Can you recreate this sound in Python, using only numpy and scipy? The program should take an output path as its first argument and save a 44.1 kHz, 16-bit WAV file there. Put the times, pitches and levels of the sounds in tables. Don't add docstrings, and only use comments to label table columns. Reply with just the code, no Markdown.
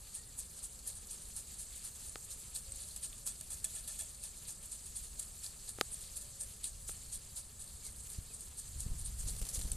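import sys
import numpy as np
from scipy import signal
from scipy.fft import rfft, irfft, next_fast_len
from scipy.io import wavfile
from scipy.ndimage import uniform_filter1d

SR = 44100
rng = np.random.default_rng(int(sys.argv[2]) if len(sys.argv) > 2 else 0)


def output_pcm(signal):
    pcm = np.clip(np.atleast_2d(signal).T, -1, 1) * 32767
    wavfile.write(sys.argv[1], SR, np.round(pcm).astype(np.int16))


N = 430414


def from_db(db):
    return 10 ** (np.asarray(db) / 20)


def rms_one(x):
    return x / np.sqrt(np.mean(x ** 2) + 1e-20)


def in_time(rows):
    return np.interp(np.arange(N) / SR, *np.transpose(rows))


def at_hz(points, hz):
    known, values = np.transpose(points)
    return np.interp(np.log(hz + 1), np.log(known), values)


def drift(rate_hz):
    step, settle = 40, 2000
    r = np.exp(-2 * np.pi * rate_hz * step / SR)
    white = rng.standard_normal(N // step + settle + 2)
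    slow = signal.lfilter([1], [1, -2 * r, r * r], white)[settle:]
    return np.interp(np.arange(N) / step, np.arange(len(slow)), rms_one(slow))


def resonate(x, hz, r):
    return signal.lfilter([1, 0, -1], [1, -2 * r * np.cos(2 * np.pi * hz / SR), r * r], x)


# columns f/Hz, likeness (0 to 1)
CHANNEL_LIKENESS = [(2800, 1), (4400, 1), (6000, 0.94), (8000, 0.51), (14000, 0.64)]


def coloured(pair, colour, width=1):
    size = next_fast_len(N, real=True)
    hz = np.arange(size // 2 + 1) * SR / size
    low_cut = hz / np.hypot(hz, 20)
    mid, side = rfft(pair, size) * from_db(at_hz(colour, hz)) * low_cut
    alike = np.clip(at_hz(CHANNEL_LIKENESS, hz), 0, 1)
    side_gain = width * np.sqrt((1 - alike) / (1 + alike))
    mid, side = irfft([mid, side * side_gain], size)[:, :N]
    return (mid + side * [[1], [-1]]) / np.std(mid)


def drops(per_s, spread_db, cycles, count=12):
    at = np.flatnonzero(rng.random(N) < per_s / SR)
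    sizes_db = spread_db * np.minimum(rng.exponential(1, len(at)), 5)
    sizes = from_db(sizes_db) * rng.choice([-1, 1], len(at))
    place = rng.normal(0, 1, len(at))
    dealt = rng.integers(0, count, len(at))
    out = np.zeros((2, N))
    for k, hz in enumerate(np.geomspace(4200, 13000, count)):
        mine = dealt == k
        clicks = np.full((2, N), 1e-18)
        clicks[:, at[mine]] = sizes[mine], sizes[mine] * place[mine]
        out += resonate(clicks, hz, from_db(-60 * hz / (cycles * SR)))
    return rms_one(out)


def clumps(per_s, t60):
    hits = (rng.random(N) < per_s / SR) * rng.exponential(1, N) ** 2
    power = signal.lfilter([1], [1, -from_db(-120 / (t60 * SR))], hits + 1e-18)
    return power / power.mean()


def noise_bands(edges_hz):
    white = rng.standard_normal((2, 2, N))
    for k in range(len(edges_hz) - 1):
        sos = signal.butter(2, edges_hz[k:k + 2], "band", fs=SR, output="sos")
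        yield signal.sosfilt(sos, white[k % 2])


def torn_water(patchy_db, lumpy, count=9):
    out = 0
    for band in noise_bands(np.linspace(200, 15000, count + 1)):
        out = out + band * from_db(patchy_db * drift(21.7))
    share = np.clip(lumpy, 0, 1)
    return out * np.sqrt(1 - share + share * clumps(per_s=600, t60=0.021))


def steadied(x, size=2200):
    return x / np.sqrt(uniform_filter1d(np.mean(x ** 2, axis=0), size) + 1e-12)


def swells(rows, shape):
    power = np.zeros(N)
    for s, level_db, rise, fall in rows:
        near = np.arange(max(0, int((s - .2) * SR)), min(N, int((s + .3) * SR)))
        t = near / SR - s
        decay = np.where(t < 0, (t / rise) ** 2, np.abs(t / fall) ** shape)
        power[near] += (from_db(level_db) * np.exp(-decay)) ** 2
    return np.sqrt(power)


# columns t/s, level/dB
SPRAY_LEVEL = [(0.0, -55.5), (1.63, -52), (8.56, -54.5), (9.76, -53)]
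# columns f/Hz, level/dB per Hz
SPRAY_SPECTRUM = [(1000, -17.5), (2100, -14), (3000, -9.5), (4400, -4.5), (5700, -10.5), (6600, -2.5),
                  (7400, 1), (8600, 0.5), (10000, -2), (11500, -5.5), (12600, -9), (14500, -20.5)]


def field():
    hiss = from_db(-2.0) * coloured(torn_water(patchy_db=2.5, lumpy=0.05), SPRAY_SPECTRUM, width=1.19)
    patter = from_db(-9) * coloured(drops(per_s=2200, spread_db=3.8, cycles=12), SPRAY_SPECTRUM)
    tinkle_drops = drops(per_s=500, spread_db=3.0, cycles=160, count=37)
    tinkle = from_db(-10) * coloured(tinkle_drops, SPRAY_SPECTRUM)
    return from_db(in_time(SPRAY_LEVEL) + 1.18 * drift(7.5)) * (hiss + patter + tinkle)


def sizzle(patchy_db, count=16):
    out = 0
    weights = np.sqrt(np.hanning(count + 2)[1:-1])
    for weight, band in zip(weights, noise_bands(np.linspace(7000, 10000, count + 1))):
        out = out + weight * band * from_db(patchy_db * np.minimum(drift(13), 2))
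    return rms_one(out[0] + .5 * out[1] * [[1], [-1]])


def whistling_spray(force):
    all_water = np.hypot(force, from_db(in_time(SPRAY_LEVEL)))
    return from_db(-6.5) * all_water * steadied(sizzle(patchy_db=8))


# columns f/Hz, level/dB per Hz
AIR_SPECTRUM = [(100, 2.5), (220, 0.5), (300, -9.5), (440, -5.5), (580, -10.5), (1050, -13), (1300, -10.5),
                (1520, -18.5), (1720, -11), (2000, -25), (4000, -27)]
# columns t/s, level/dB
WIND_LEVEL = [(0, -57.5), (5.4, -56.5), (7, -54.5), (8.55, -56), (8.8, -45.5), (9.76, -45.5)]
# columns f/Hz, level/dB per Hz
WIND_SPECTRUM = [(36, -1), (55, -0.5), (80, -6.5), (130, -14), (400, -42.5), (1000, -46)]


def air():
    far = coloured(rng.standard_normal((2, N)), AIR_SPECTRUM)
    far_gain = from_db(-64.5 + 0.67 * drift(4.2))
    wind = coloured(rng.standard_normal((2, N)), WIND_SPECTRUM)
    wind_gain = from_db(in_time(WIND_LEVEL) + 1.2 * drift(8.3))
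    return far_gain * far + wind_gain * wind


# columns t/s, level/dB
FAR_TONE_LEVEL = [(0, -82), (1.0, -76.5), (2.0, -82), (2.8, -75), (4.3, -80), (7.4, -80), (9.76, -87)]


def far_tone(hz=570):
    pitch = hz * (1 + .04 * drift(4) + .02 * drift(30))
    gain = from_db(in_time(FAR_TONE_LEVEL) + 3.8 * drift(4.6))
    return gain * np.sin(2 * np.pi * np.cumsum(pitch) / SR)


# columns t/s, length/s, start f/Hz, middle f/Hz, end f/Hz, level/dB
BIRD_WHISTLES = [(0.143, 0.11, 1700, 1885, 1950, -74.5), (0.268, 0.05, 2050, 1950, 1720, -75),
                 (7.815, 0.083, 2480, 2220, 2000, -70), (8.287, 0.054, 2620, 2530, 1980, -70.5),
                 (8.72, 0.05, 2780, 2650, 2380, -76)]


def bird():
    out = np.zeros(N)
    waver = 1 + .016 * drift(70)
    for s, length, start_hz, middle_hz, end_hz, level_db in BIRD_WHISTLES:
        u, at = np.linspace(0, 1, int(length * SR)), round(s * SR)
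        glide = np.polyfit([0, .5, 1], [start_hz, middle_hz, end_hz], 2)
        hz = np.polyval(glide, u) * waver[at:at + len(u)]
        envelope = np.sqrt(2 * np.abs(np.sin(np.pi * u)))
        out[at:at + len(u)] += from_db(level_db) * envelope * np.sin(2 * np.pi * np.cumsum(hz) / SR)
    return out * (.9 + .35 * drift(50))


# columns t/s, level/dB
JET_CUTS = [(0.154, -44), (0.39, -42.5), (0.638, -44), (0.876, -41.5), (1.115, -44), (1.373, -42),
            (1.603, -43.5), (1.85, -45.5), (2.074, -47), (2.313, -45), (2.557, -40.5), (2.813, -46),
            (3.039, -40.5), (3.274, -38), (3.518, -42), (3.762, -44.5), (4, -41.5), (4.24, -44.5),
            (4.49, -43), (4.726, -45), (4.965, -43.5), (5.202, -44), (5.445, -43), (5.688, -44.5),
            (5.927, -43.5), (6.168, -46), (6.412, -42.5), (6.65, -39.5), (6.892, -41.5), (7.135, -41),
            (7.373, -43), (7.61, -46), (7.855, -46), (8.11, -47.5), (8.343, -49), (8.585, -44.5),
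            (8.803, -43.5), (9.061, -44.5), (9.283, -41), (9.547, -39.5)]
SPURT_RISE_S, SPURT_FALL_S = 0.014, 0.034
CRACK_LEAD_S, CRACK_DB, CRACK_UNEVEN_DB = 0.0078, -6, 4
CRACK_RISE_S, CRACK_FALL_S = 0.00075, 0.0027


def spurts():
    rows = []
    for (s, level_db), sharp in zip(JET_CUTS, rng.uniform(-1, 1, len(JET_CUTS))):
        crack_db = level_db + CRACK_DB + CRACK_UNEVEN_DB * sharp
        rows.append((s - CRACK_LEAD_S, crack_db, CRACK_RISE_S, CRACK_FALL_S))
        rows.append((s, level_db, SPURT_RISE_S, SPURT_FALL_S))
    return rows


# columns t/s at the peak, level/dB, fall/s
CRACKS_AND_SLAPS = [(1.541, -44.5, 0.0046), (2.551, -39, .006), (2.963, -38, 0.0065), (3.266, -36, 0.0085),
                    (3.411, -32.5, 0.0018), (3.644, -28, 0.0072), (3.752, -45, 0.0082), (3.877, -41, 0.046),
                    (4.239, -42, .006), (5.195, -35, 0.0026), (6.169, -36, .005), (6.408, -36.5, .008),
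                    (9.061, -38, .003), (9.489, -35.5, 0.0094), (9.718, -31, .003)]
SHARP_RISE_S = 0.0011
# columns t/s, level/dB
SOFT_SWISHES = [(.58, -50.5), (.974, -48), (2.888, -50.5), (4.653, -49), (5.045, -49.5), (6.025, -48),
                (6.225, -48.5), (8.007, -50), (8.417, -48), (8.998, -48), (9.204, -43.5), (9.4, -46.5),
                (9.622, -44.5)]
SWISH_RISE_S, SWISH_FALL_S = 0.021, 0.026
SPATTER_PER_S, SPATTER_DB, SPATTER_UNEVEN_DB = 8.9, -55, 4.5
SPATTER_RISE_S, SPATTER_FALL_S = 0.0023, 0.01


def strikes_and_landings():
    rows = [(s, level_db, SHARP_RISE_S, fall) for s, level_db, fall in CRACKS_AND_SLAPS]
    rows += [(s, level_db, SWISH_RISE_S, SWISH_FALL_S) for s, level_db in SOFT_SWISHES]
    for i in np.flatnonzero(rng.random(N) < SPATTER_PER_S / SR):
        level_db = SPATTER_DB + SPATTER_UNEVEN_DB * rng.standard_normal()
        rows.append((i / SR, level_db, SPATTER_RISE_S, SPATTER_FALL_S))
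    return rows


# columns f/Hz, level/dB per Hz
SPURT_SPECTRUM = [(400, -33), (1300, -26), (2100, -32.5), (4200, -13), (5700, -17.5), (7000, -6.5),
                  (7700, -8.5), (8600, 0), (9300, -3), (11300, -9), (14500, -31.5)]


def sprinkler(force):
    hiss = coloured(torn_water(patchy_db=3.6, lumpy=0.46), SPURT_SPECTRUM, width=0.75)
    coarse = from_db(-8) * coloured(drops(per_s=1200, spread_db=3.5, cycles=11), SPURT_SPECTRUM)
    return force * steadied(hiss + coarse)


# columns t/s, share of the water's force as level/dB
JET_AIM = [(0, -21.5), (2.4, -22), (2.9, -20.5), (4.03, -12.5), (4.3, -18.5), (9.76, -27)]
# columns f/Hz, width/Hz, relative level/dB
HOLLOW_MODES = [(636, 12, -0.5), (870, 49, -8), (1374, 32, -9), (1749, 41, -3), (2110, 43, -14),
                (2540, 240, -9), (3390, 28, -1), (3414, 17, -3), (4600, 88, -18), (5800, 60, -4)]


def hollow_body(force):
    blows = force * from_db(in_time(JET_AIM)) * rng.standard_normal(N)
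    out = 0
    for hz, width_hz, level_db in HOLLOW_MODES:
        r = np.exp(-np.pi * width_hz / SR)
        peak_scale = (1 - r * r) / 2
        out = out + from_db(level_db + 17.5) * peak_scale * resonate(blows, hz, r)
    return out


# columns t/s, level/dB, brightness as low-pass f/Hz
DRY_TAPS = [(2.1572, -25.5, 7000), (5.786, -20.5, 400), (5.8113, -10.5, 15000), (6.893, -29.5, 1490)]
# columns f/Hz, level/dB, 60 dB decay t/s
KNOCK_MODES = [(209, -31.5, 0.026), (435, -11, 0.011), (797, -18.5, 0.018), (1258, -11.5, 0.014),
               (1780, -2.5, 0.0026), (3800, 0.5, 0.0014), (5117, -9.5, 0.0051), (6460, -12.5, 0.0055),
               (9416, -6, 0.0015), (13194, -11, 0.0015)]


def taps():
    out, t = np.zeros(N), np.arange(SR // 20) / SR
    knock = np.zeros(len(t))
    for k, (hz, level_db, t60) in enumerate(KNOCK_MODES):
        knock += (-1) ** k * from_db(level_db - 60 * t / t60) * np.sin(2 * np.pi * hz * t)
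    for s, level_db, bright_hz in DRY_TAPS:
        soft, at = np.exp(-2 * np.pi * bright_hz / SR), round(s * SR)
        out[at:at + len(t)] += from_db(level_db) * signal.lfilter([1 - soft], [1, -soft], knock)
    return out


# columns t/s, level/dB, f/Hz, 60 dB decay t/s
LONE_DROPS = [(2.721, -30.5, 8200, 0.021), (2.961, -39, 8100, 0.053), (3.13, -39, 3570, 0.0055)]


def plinks():
    out, t = np.zeros(N), np.arange(SR // 10) / SR
    for s, level_db, hz, t60 in LONE_DROPS:
        at = round(s * SR)
        out[at:at + len(t)] += from_db(level_db - 60 * t / t60) * np.sin(2 * np.pi * hz * t)
    return out


# columns t/s, thump level/dB, flutter level/dB
EDDIES = [(8.188, -31.5, -66), (8.763, -36, -62), (8.866, -32.5, -53), (8.919, -30, -53), (9.264, -31, -54),
          (9.424, -31, -51), (9.581, -33, -54), (9.653, -32, -49.5), (9.721, -31, -51)]
# columns f/Hz, level/dB per Hz
FLUTTER_SPECTRUM = [(50, -18), (130, 4), (230, -2), (340, -14.5), (470, -14), (1000, -24.5), (3000, -43)]
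FLUTTER_RISE_S, FLUTTER_FALL_S = .012, 0.033
# columns t/s, level/dB
RUSTLE_LEVEL = [(9.1, -81), (9.27, -52.5), (9.6, -48.5), (9.76, -59.5)]
# columns f/Hz, level/dB per Hz
RUSTLE_SPECTRUM = [(300, -6), (450, 4.5), (900, -10), (2000, -8), (6000, 1), (10000, 6), (14500, -7)]


def gust(eddy_s=0.0043):
    thumps, t = np.zeros(N), np.arange(-SR // 30, SR // 30) / SR
    for s, level_db, _ in EDDIES:
        u = t / (eddy_s * from_db(rng.normal(0, 2.5)))
        push = -2 * u * np.exp(-np.abs(u) ** 1.2)
        at = round(s * SR) - len(t) // 2
        thumps[at:at + len(t)] += from_db(level_db) * push[:N - at]
    flutter_rows = [(s, flutter_db, FLUTTER_RISE_S, FLUTTER_FALL_S) for s, _, flutter_db in EDDIES]
    passing = swells(flutter_rows, shape=1.4)
    flutter = passing * coloured(rng.standard_normal((2, N)), FLUTTER_SPECTRUM)
    crackle = rng.standard_normal((2, N)) * np.sqrt(clumps(per_s=600, t60=0.031))
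    leaves = from_db(in_time(RUSTLE_LEVEL)) * coloured(crackle, RUSTLE_SPECTRUM)
    return thumps + flutter + leaves


def scene():
    force = np.hypot(swells(spurts(), shape=1.88), swells(strikes_and_landings(), shape=0.81))
    water = field() + whistling_spray(force) + sprinkler(force) + hollow_body(force) + plinks()
    return water + air() + far_tone() + bird() + taps() + gust()


def record(dry):
    ripple_db, stop_db, cutoff_hz = .2, 70, 14400
    return signal.sosfilt(signal.ellip(10, ripple_db, stop_db, cutoff_hz, fs=SR, output="sos"), dry)


dry = scene()
out = record(dry)
output_pcm(out)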